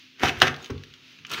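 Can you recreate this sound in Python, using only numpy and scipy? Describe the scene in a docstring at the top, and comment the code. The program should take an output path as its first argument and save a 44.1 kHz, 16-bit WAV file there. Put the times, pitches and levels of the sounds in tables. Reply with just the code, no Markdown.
"""A lever vegetable chopper is pressed shut on a counter, close up, in a small kitchen with faint hiss.
At 0.23 s the pusher knocks the vegetable and crunches it through the blade grid; wet pulp fizzes.
The plastic parts clack, loudest at 0.42 s, and the base thumps the counter. The lever ticks lightly.
From 1.2 s the grip shifts with a faint rumble and the pusher starts to scrape back."""
import sys
import numpy as np
from scipy import signal
from scipy.fft import rfft, irfft, next_fast_len
from scipy.io import wavfile
from scipy.ndimage import map_coordinates

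SR = 44100
rng = np.random.default_rng(int(sys.argv[2]) if len(sys.argv) > 2 else 0)


def output_pcm(signal):
    """Save a mono or channel-first signal as 16-bit PCM at the path in sys.argv[1].

    Samples are clipped to [-1, 1] before scaling.
    """
    pcm = np.clip(np.atleast_2d(signal).T, -1, 1) * 32767
    wavfile.write(sys.argv[1], SR, np.round(pcm).astype(np.int16))


N = 61739

# modes of the plastic body: (frequency [Hz], level [dB], t60 [s])
PLASTIC_MODES = [(760, -13, 0.064), (1202, -12.5, 0.026), (1437, -11.5, 0.046), (1499, -5, 0.02),
                 (1650, -13.5, 0.02), (2034, -11, 0.026), (2598, -7.5, 0.086), (2895, -8, 0.0344),
                 (3132, -10, 0.024), (3564, -3, 0.026), (3890, -15.5, 0.013), (5680, -13.5, 0.013)]


def amp(db):
    """Decibels to gain."""
    return 10 ** (np.asarray(db) / 20)


def unit_rms(x):
    """Scale to rms 1."""
    return x / np.sqrt(np.mean(x ** 2) + 1e-20)


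def interp_log(points, hz):
    """Read (frequency [Hz], value) points on a log axis."""
    point_hz, values = np.transpose(points)
    return np.interp(np.log(hz + 1), np.log(point_hz + 1), values)


def envelope(points):
    """Gain per sample from (time [s], level [dB]); silent before the first point, last one held."""
    time_s, db = np.transpose(points)
    return amp(np.interp(np.arange(N) / SR, time_s, db, left=-120, right=db[-1]))


def colour(x, spectrum, tilt_db_oct=0, size=4096):
    """Minimum-phase filter of unit energy with the given spectrum and tilt."""
    hz = np.fft.rfftfreq(size, 1 / SR)
    gain_db = interp_log(spectrum, hz) + tilt_db_oct * np.log2(np.clip(hz, 300, 8000))
    cepstrum = irfft(np.log(amp(gain_db)))
    half = size // 2
    causal = np.r_[cepstrum[0], 2 * cepstrum[1:half], np.zeros(half)]
    kernel = irfft(np.exp(rfft(causal)))
    return signal.fftconvolve(x, kernel / np.linalg.norm(kernel))[:len(x)]


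def add(track, start_s, x):
    """Mix x into the track."""
    part = track[max(round(start_s * SR), 0):][:len(x)]
    part += x[:len(part)]


def ring(modes, scatter_db, detune, tilt_db_oct=0, pivot_hz=2200):
    """Damped modes; level and pitch vary a little per blow."""
    t = np.arange(SR // 2) / SR
    out = np.zeros(len(t))
    for k, (hz, db, t60_s) in enumerate(modes):
        start_db = db + tilt_db_oct * np.log2(hz / pivot_hz) + scatter_db * rng.standard_normal()
        detuned_hz = hz * (1 + detune * rng.standard_normal())
        out += (-1) ** k * amp(start_db - 60 * t / t60_s) * np.sin(2 * np.pi * detuned_hz * t)
    return out


def grains(per_s, spread_db, smooth_db):
    """Tiny breaks or slips of uneven size over smooth rubbing noise."""
    hits = rng.random(N) < per_s / SR
    sizes = amp(spread_db * np.minimum(rng.exponential(size=N), 3))
    impulses = unit_rms(hits * sizes * rng.choice([-1, 1], N))
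    return unit_rms(impulses + amp(smooth_db) * rng.standard_normal(N))


def through_body(x, body_db=-19.5):
    """Rubbing and breaking keep the plastic's modes ringing."""
    response = ring(PLASTIC_MODES, scatter_db=0.5, detune=0.001)
    return x + amp(body_db) * signal.fftconvolve(x, response / np.linalg.norm(response))[:N]


def kitchen(x, tail_db=-10.5, early_db=-10, early_t60_s=0.049, rise_s=0.0033):
    """Direct sound, early echoes off counter and jars, and the room's tail."""
    # reverberation: (frequency [Hz], t60 [s])
    decay_times = [(70, 0.393), (250, 0.51), (700, 0.46), (2000, 0.32), (5000, 0.22), (12000, 0.3)]
    hz, frame_s, noise = signal.stft(rng.standard_normal(SR * 2 // 3), SR, nperseg=256)
    decay = amp(-60 * frame_s / interp_log(decay_times, hz)[:, None])
    tail = signal.istft(noise * decay, SR, nperseg=256)[1]
    t = np.arange(len(tail)) / SR
    rise = 1 - np.exp(-(t / rise_s) ** 2)
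    tail *= rise
    early = rng.standard_normal(len(t)) * rise * amp(-60 * t / early_t60_s)
    response = amp(tail_db) * tail / np.linalg.norm(tail) + amp(early_db) * early / np.linalg.norm(early)
    return x + signal.fftconvolve(x, response)[:len(x)]


def hiss(waver_db=0.7, waver_per_s=12, hum_hz=260, hum_db=-63):
    """Faint room noise and a low hum, both wavering slowly."""
    # room noise: (frequency [Hz], level [dB])
    spectrum = [(25, -24.5), (80, -13), (140, -3), (200, -7), (255, -4.5), (340, -8.5), (450, -18),
                (800, -25.5), (1300, -15.5), (2000, -8.5), (2700, -2.5), (4000, -7.5), (6300, -16.5),
                (8200, -38), (13500, -33.5), (16000, -31)]
    # room noise: (time [s], level [dB])
    levels = [(0, -50), (.12, -56), (.6, -52), (.85, -55.5), (1.0, -54.5), (1.12, -51.5), (1.23, -56),
              (1.4, -74)]
    t = np.arange(N) / SR
    waver = map_coordinates(rng.standard_normal(40), [t * waver_per_s], mode="mirror")
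    drift_rad = map_coordinates(rng.standard_normal(40), [t * waver_per_s], mode="mirror")
    noise = unit_rms(colour(rng.standard_normal(2 * N), spectrum)[N:])
    hum = amp(hum_db) * np.sin(2 * np.pi * hum_hz * t + drift_rad)
    return envelope(levels) * amp(-waver_db * waver) * noise + hum


def handling():
    """The shifting grip makes the base rumble faintly."""
    # rumble: (time [s], level [dB])
    levels = [(1.12, -92), (1.21, -57.5), (1.26, -61), (1.33, -47), (1.4, -50.5)]
    # rumble: (frequency [Hz], level [dB])
    spectrum = [(25, -27.5), (90, -1), (140, 2), (300, -4.5), (420, -9.5), (700, -33.5), (3000, -47)]
    return envelope(levels) * unit_rms(colour(rng.standard_normal(N), spectrum))


def scrape():
    """The pusher sticks and slips along its channel."""
    # rubbing: (time [s], level [dB])
    levels = [(.58, -53.5), (.645, -49.5), (.69, -58.5), (.74, -62), (1.24, -65.5), (1.295, -49),
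              (1.32, -33), (1.342, -34), (1.362, -40), (1.385, -34.5), (1.4, -34.5)]
    # rubbing: (frequency [Hz], level [dB])
    spectrum = [(60, -37), (150, -3.5), (400, -0.5), (700, -5.5), (1300, 7), (2000, 0.5), (3000, 5),
                (4500, -3), (6300, -11), (8000, -19.5), (14500, -32.5), (17000, -32.5)]
    slips = colour(grains(per_s=1200, spread_db=-1.5, smooth_db=-3), spectrum)
    return kitchen(through_body(envelope(levels) * slips))


def fizz():
    """Wet pulp crackles finely as it is squeezed past the plastic."""
    # crackle: (time [s], level [dB])
    levels = [(.19, -75), (.24, -43.5), (.30, -53), (.325, -78), (.365, -89), (.39, -51), (.412, -77),
              (.421, -32), (.434, -44.5), (.48, -61.5), (.495, -72.5), (.60, -78), (.645, -66.5),
              (.69, -67), (.73, -96), (1.29, -92.5), (1.318, -50), (1.4, -61)]
    # crackle: (frequency [Hz], level [dB])
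    spectrum = [(1000, -36.5), (4000, -6.5), (6300, -11), (8000, -3), (11000, -10), (14000, -4),
                (16000, -4.5)]
    return envelope(levels) * colour(grains(per_s=2000, spread_db=6, smooth_db=-16.5), spectrum)


def contacts(hits, spectrum, crack_t60_s, spot_db, body_db):
    """Each contact: a short crack, a brief ring of the struck spot, the ring of the plastic body."""
    crack_db, spot_attack_s, spot_t60_s = -2.5, 0.00027, 0.014
    out, t = np.zeros(N), np.arange(SR // 2) / SR
    for time_s, db, tilt_db_oct, spot_hz in hits:
        burst = rng.standard_normal(len(t)) * amp(crack_db - 60 * t / crack_t60_s)
        crack = colour(burst, spectrum, tilt_db_oct)
        attack = 1 - np.exp(-t / spot_attack_s)
        spot = attack * amp(spot_db - 60 * t / spot_t60_s) * np.sin(2 * np.pi * spot_hz * t)
        body = amp(body_db) * ring(PLASTIC_MODES, scatter_db=3, detune=0.00084, tilt_db_oct=tilt_db_oct)
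        add(out, time_s, kitchen(amp(db) * (crack + spot + body)))
    return out


def ticks():
    """The lever and its joints tick, barely ringing the body."""
    # light contacts: (time [s], level [dB], tilt [dB/octave], spot pitch [Hz])
    hits = [(.1965, -31.5, -0.5, 2183), (.372, -31.5, -6, 3120), (.402, -27.5, 6, 3660),
            (.509, -38, 3.5, 3020), (.5425, -27.5, -6, 2520), (.563, -35.5, 5.5, 3040),
            (.6265, -41.5, 12, 6600), (.6445, -32, 2.5, 6430), (.6595, -33, 3.5, 3030),
            (.7035, -33, 5, 3130), (.779, -44, 0, 3370), (.8365, -36.5, 3, 1760), (.9383, -36.5, 0.5, 3430),
            (1.188, -43, -2, 2640), (1.2495, -30.5, -5.5, 2450), (1.267, -37, 8, 2680),
            (1.297, -34.5, 14, 4000), (1.303, -31, 0, 1360), (1.3155, -22.5, 24.5, 2800),
            (1.327, -32.5, 5.5, 3100), (1.3365, -22.5, 10, 3940), (1.3435, -22.5, -4, 2750),
            (1.378, -29.5, -15, 1350)]
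    # crack of a tick: (frequency [Hz], level [dB])
    spectrum = [(60, -39), (650, -48.5), (1000, -12.5), (1400, -4.5), (2800, 9), (4500, -1), (6300, -5.5),
                (8000, -26), (14500, -26), (17000, -10.5)]
    return contacts(hits, spectrum, crack_t60_s=0.025, spot_db=-1, body_db=-27)


def thumps(knock_db=2, knock_t60_s=0.044):
    """The base rings low on the counter, with a dull knock."""
    # blows on the counter: (time [s], level [dB], tilt [dB/octave])
    hits = [(0.2345, -24.5, 0.5), (0.371, -38.5, -6.5), (0.4187, -24.5, 4.5), (.432, -25.5, 2),
            (0.495, -34.5, 1), (0.6982, -30, -3.5), (0.7054, -31, -5), (.765, -44.5, -10)]
    # base on the counter: (frequency [Hz], level [dB], t60 [s])
    modes = [(89, 2.5, 0.085), (112.6, -2, 0.088), (140, -5, 0.25), (250, -3.5, 0.11), (294, -18.5, 0.32),
             (353.2, -12.5, 0.33), (382, -6.5, 0.22), (462.4, -8, 0.074)]
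    # knock: (frequency [Hz], level [dB])
    spectrum = [(25, -31), (90, 6.5), (250, -4.5), (420, 0.5), (560, -9), (800, -13.5), (1050, -4.5),
                (1600, -3), (4000, -21), (12000, -47.5)]
    out, t = np.zeros(N), np.arange(SR // 2) / SR
    for time_s, db, tilt_db_oct in hits:
        burst = rng.standard_normal(len(t)) * amp(knock_db - 60 * t / knock_t60_s)
        knock = colour(burst, spectrum, tilt_db_oct)
        base = ring(modes, scatter_db=1.5, detune=0.0066, tilt_db_oct=tilt_db_oct, pivot_hz=180)
        add(out, time_s, kitchen(amp(db) * (base + knock), tail_db=-6))
    return out


def landing():
    """The pusher meets the vegetable with a hollow knock."""
    # pusher blows: (time [s], level [dB])
    hits = [(.2338, -12.5), (.2378, -23), (.2465, -25.5)]
    # loaded chamber: (frequency [Hz], level [dB], t60 [s])
    modes = [(397, -2, 0.025), (443, -6.5, 0.05), (724, 2, 0.021), (1018, -2, 0.023), (1230, -6, 0.013)]
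    out = np.zeros(N)
    for time_s, db in hits:
        add(out, time_s, amp(db) * ring(modes, scatter_db=4.5, detune=0.0017))
    return kitchen(out)


def crunch():
    """The pusher crushes the vegetable, dull and full; the blades slice it with a brighter rasp."""
    # crushing: (time [s], level [dB])
    crush_levels = [(.16, -67), (.2, -44.5), (.222, -32.5), (.238, -20), (.262, -26), (.295, -27.5),
                    (.306, -36.5), (.35, -42.5), (.40, -40.5), (.416, -37.5), (.425, -18.5), (.445, -34),
                    (.482, -23), (.495, -59), (.56, -85.5)]
    # crushing: (frequency [Hz], level [dB])
    crush_spectrum = [(60, -6.5), (200, 3), (400, 11), (600, -4), (1000, -0.5), (1600, 8), (3000, 2),
                      (4200, -7.5), (6300, -9), (8000, -31), (14500, -27), (17000, -40)]
    # slicing: (time [s], level [dB])
    rasp_levels = [(.245, -42), (.262, -36.5), (.282, -29.5), (.296, -32), (.304, -50.5), (.33, -53.5),
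                   (.455, -50.5), (.470, -48.5), (.484, -29.5), (.492, -66.5), (.53, -78)]
    # slicing: (frequency [Hz], level [dB])
    rasp_spectrum = [(200, -24), (1200, -29), (2100, -4.5), (2700, 5.5), (3400, -4.5), (4200, -13.5),
                     (6300, -11.5), (8000, -30.5), (15000, -32)]
    crush = envelope(crush_levels) * colour(grains(per_s=1200, spread_db=4.5, smooth_db=-2), crush_spectrum)
    rasp = envelope(rasp_levels) * colour(grains(per_s=1600, spread_db=6, smooth_db=0), rasp_spectrum)
    return kitchen(through_body(crush) + rasp)


def clacks():
    """The plastic parts strike each other and ring the body."""
    # hard contacts: (time [s], level [dB], tilt [dB/octave], spot pitch [Hz])
    hits = [(.2342, -15.5, 1.5, 750), (.2375, -25, -15, 1440), (.2410, -45, -15, 1170),
            (.2482, -21, -9, 420), (.2565, -13, -1, 1640), (.2712, -21, -5.5, 1700), (.2795, -23, -3, 2850),
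            (.285, -22, 4.5, 2480), (.2928, -18, -1.5, 2800), (.4142, -18.5, -2, 3660),
            (.4178, 0.5, -1.5, 1568), (.4188, -5, -0.5, 3156), (.4222, -18, -0.5, 3360),
            (.4245, -23, -4, 1900), (.4298, -13.5, -7, 1476), (.4332, -30, -9.5, 1190),
            (.4615, -47, -1, 1800), (.4700, -18.5, -1, 1850), (.4722, -20, -6, 1250),
            (.4802, -18, -1.5, 2600)]
    # crack of a clack: (frequency [Hz], level [dB])
    spectrum = [(60, -26), (250, -8), (600, -7.5), (760, -5), (1000, -2), (1550, 0.5), (2000, 0),
                (2250, -2.5), (3050, 2), (3700, -1), (4500, -4), (6300, -10), (8000, -24.5), (14500, -33),
                (17000, -46.5)]
    return contacts(hits, spectrum, crack_t60_s=0.014, spot_db=-1.5, body_db=-8.5)


def scene():
    """The chopper in the kitchen, mono."""
    impacts = clacks() + ticks() + thumps() + landing()
    return (impacts + crunch() + fizz() + scrape() + handling() + hiss())[None]


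def record(dry, low_cut_hz=62, top_hz=15750):
    """The small microphone loses deep bass, clips the loudest clack and limits the band."""
    thin = signal.sosfilt(signal.butter(2, low_cut_hz, "high", fs=SR, output="sos"), dry)
    clipped = np.clip(thin, -1, 1)
    size = next_fast_len(N + SR // 2)
    passband = np.fft.rfftfreq(size, 1 / SR) < top_hz
    return irfft(rfft(clipped, size) * passband, size)[:, :N]


dry = scene()
out = record(dry)
output_pcm(out)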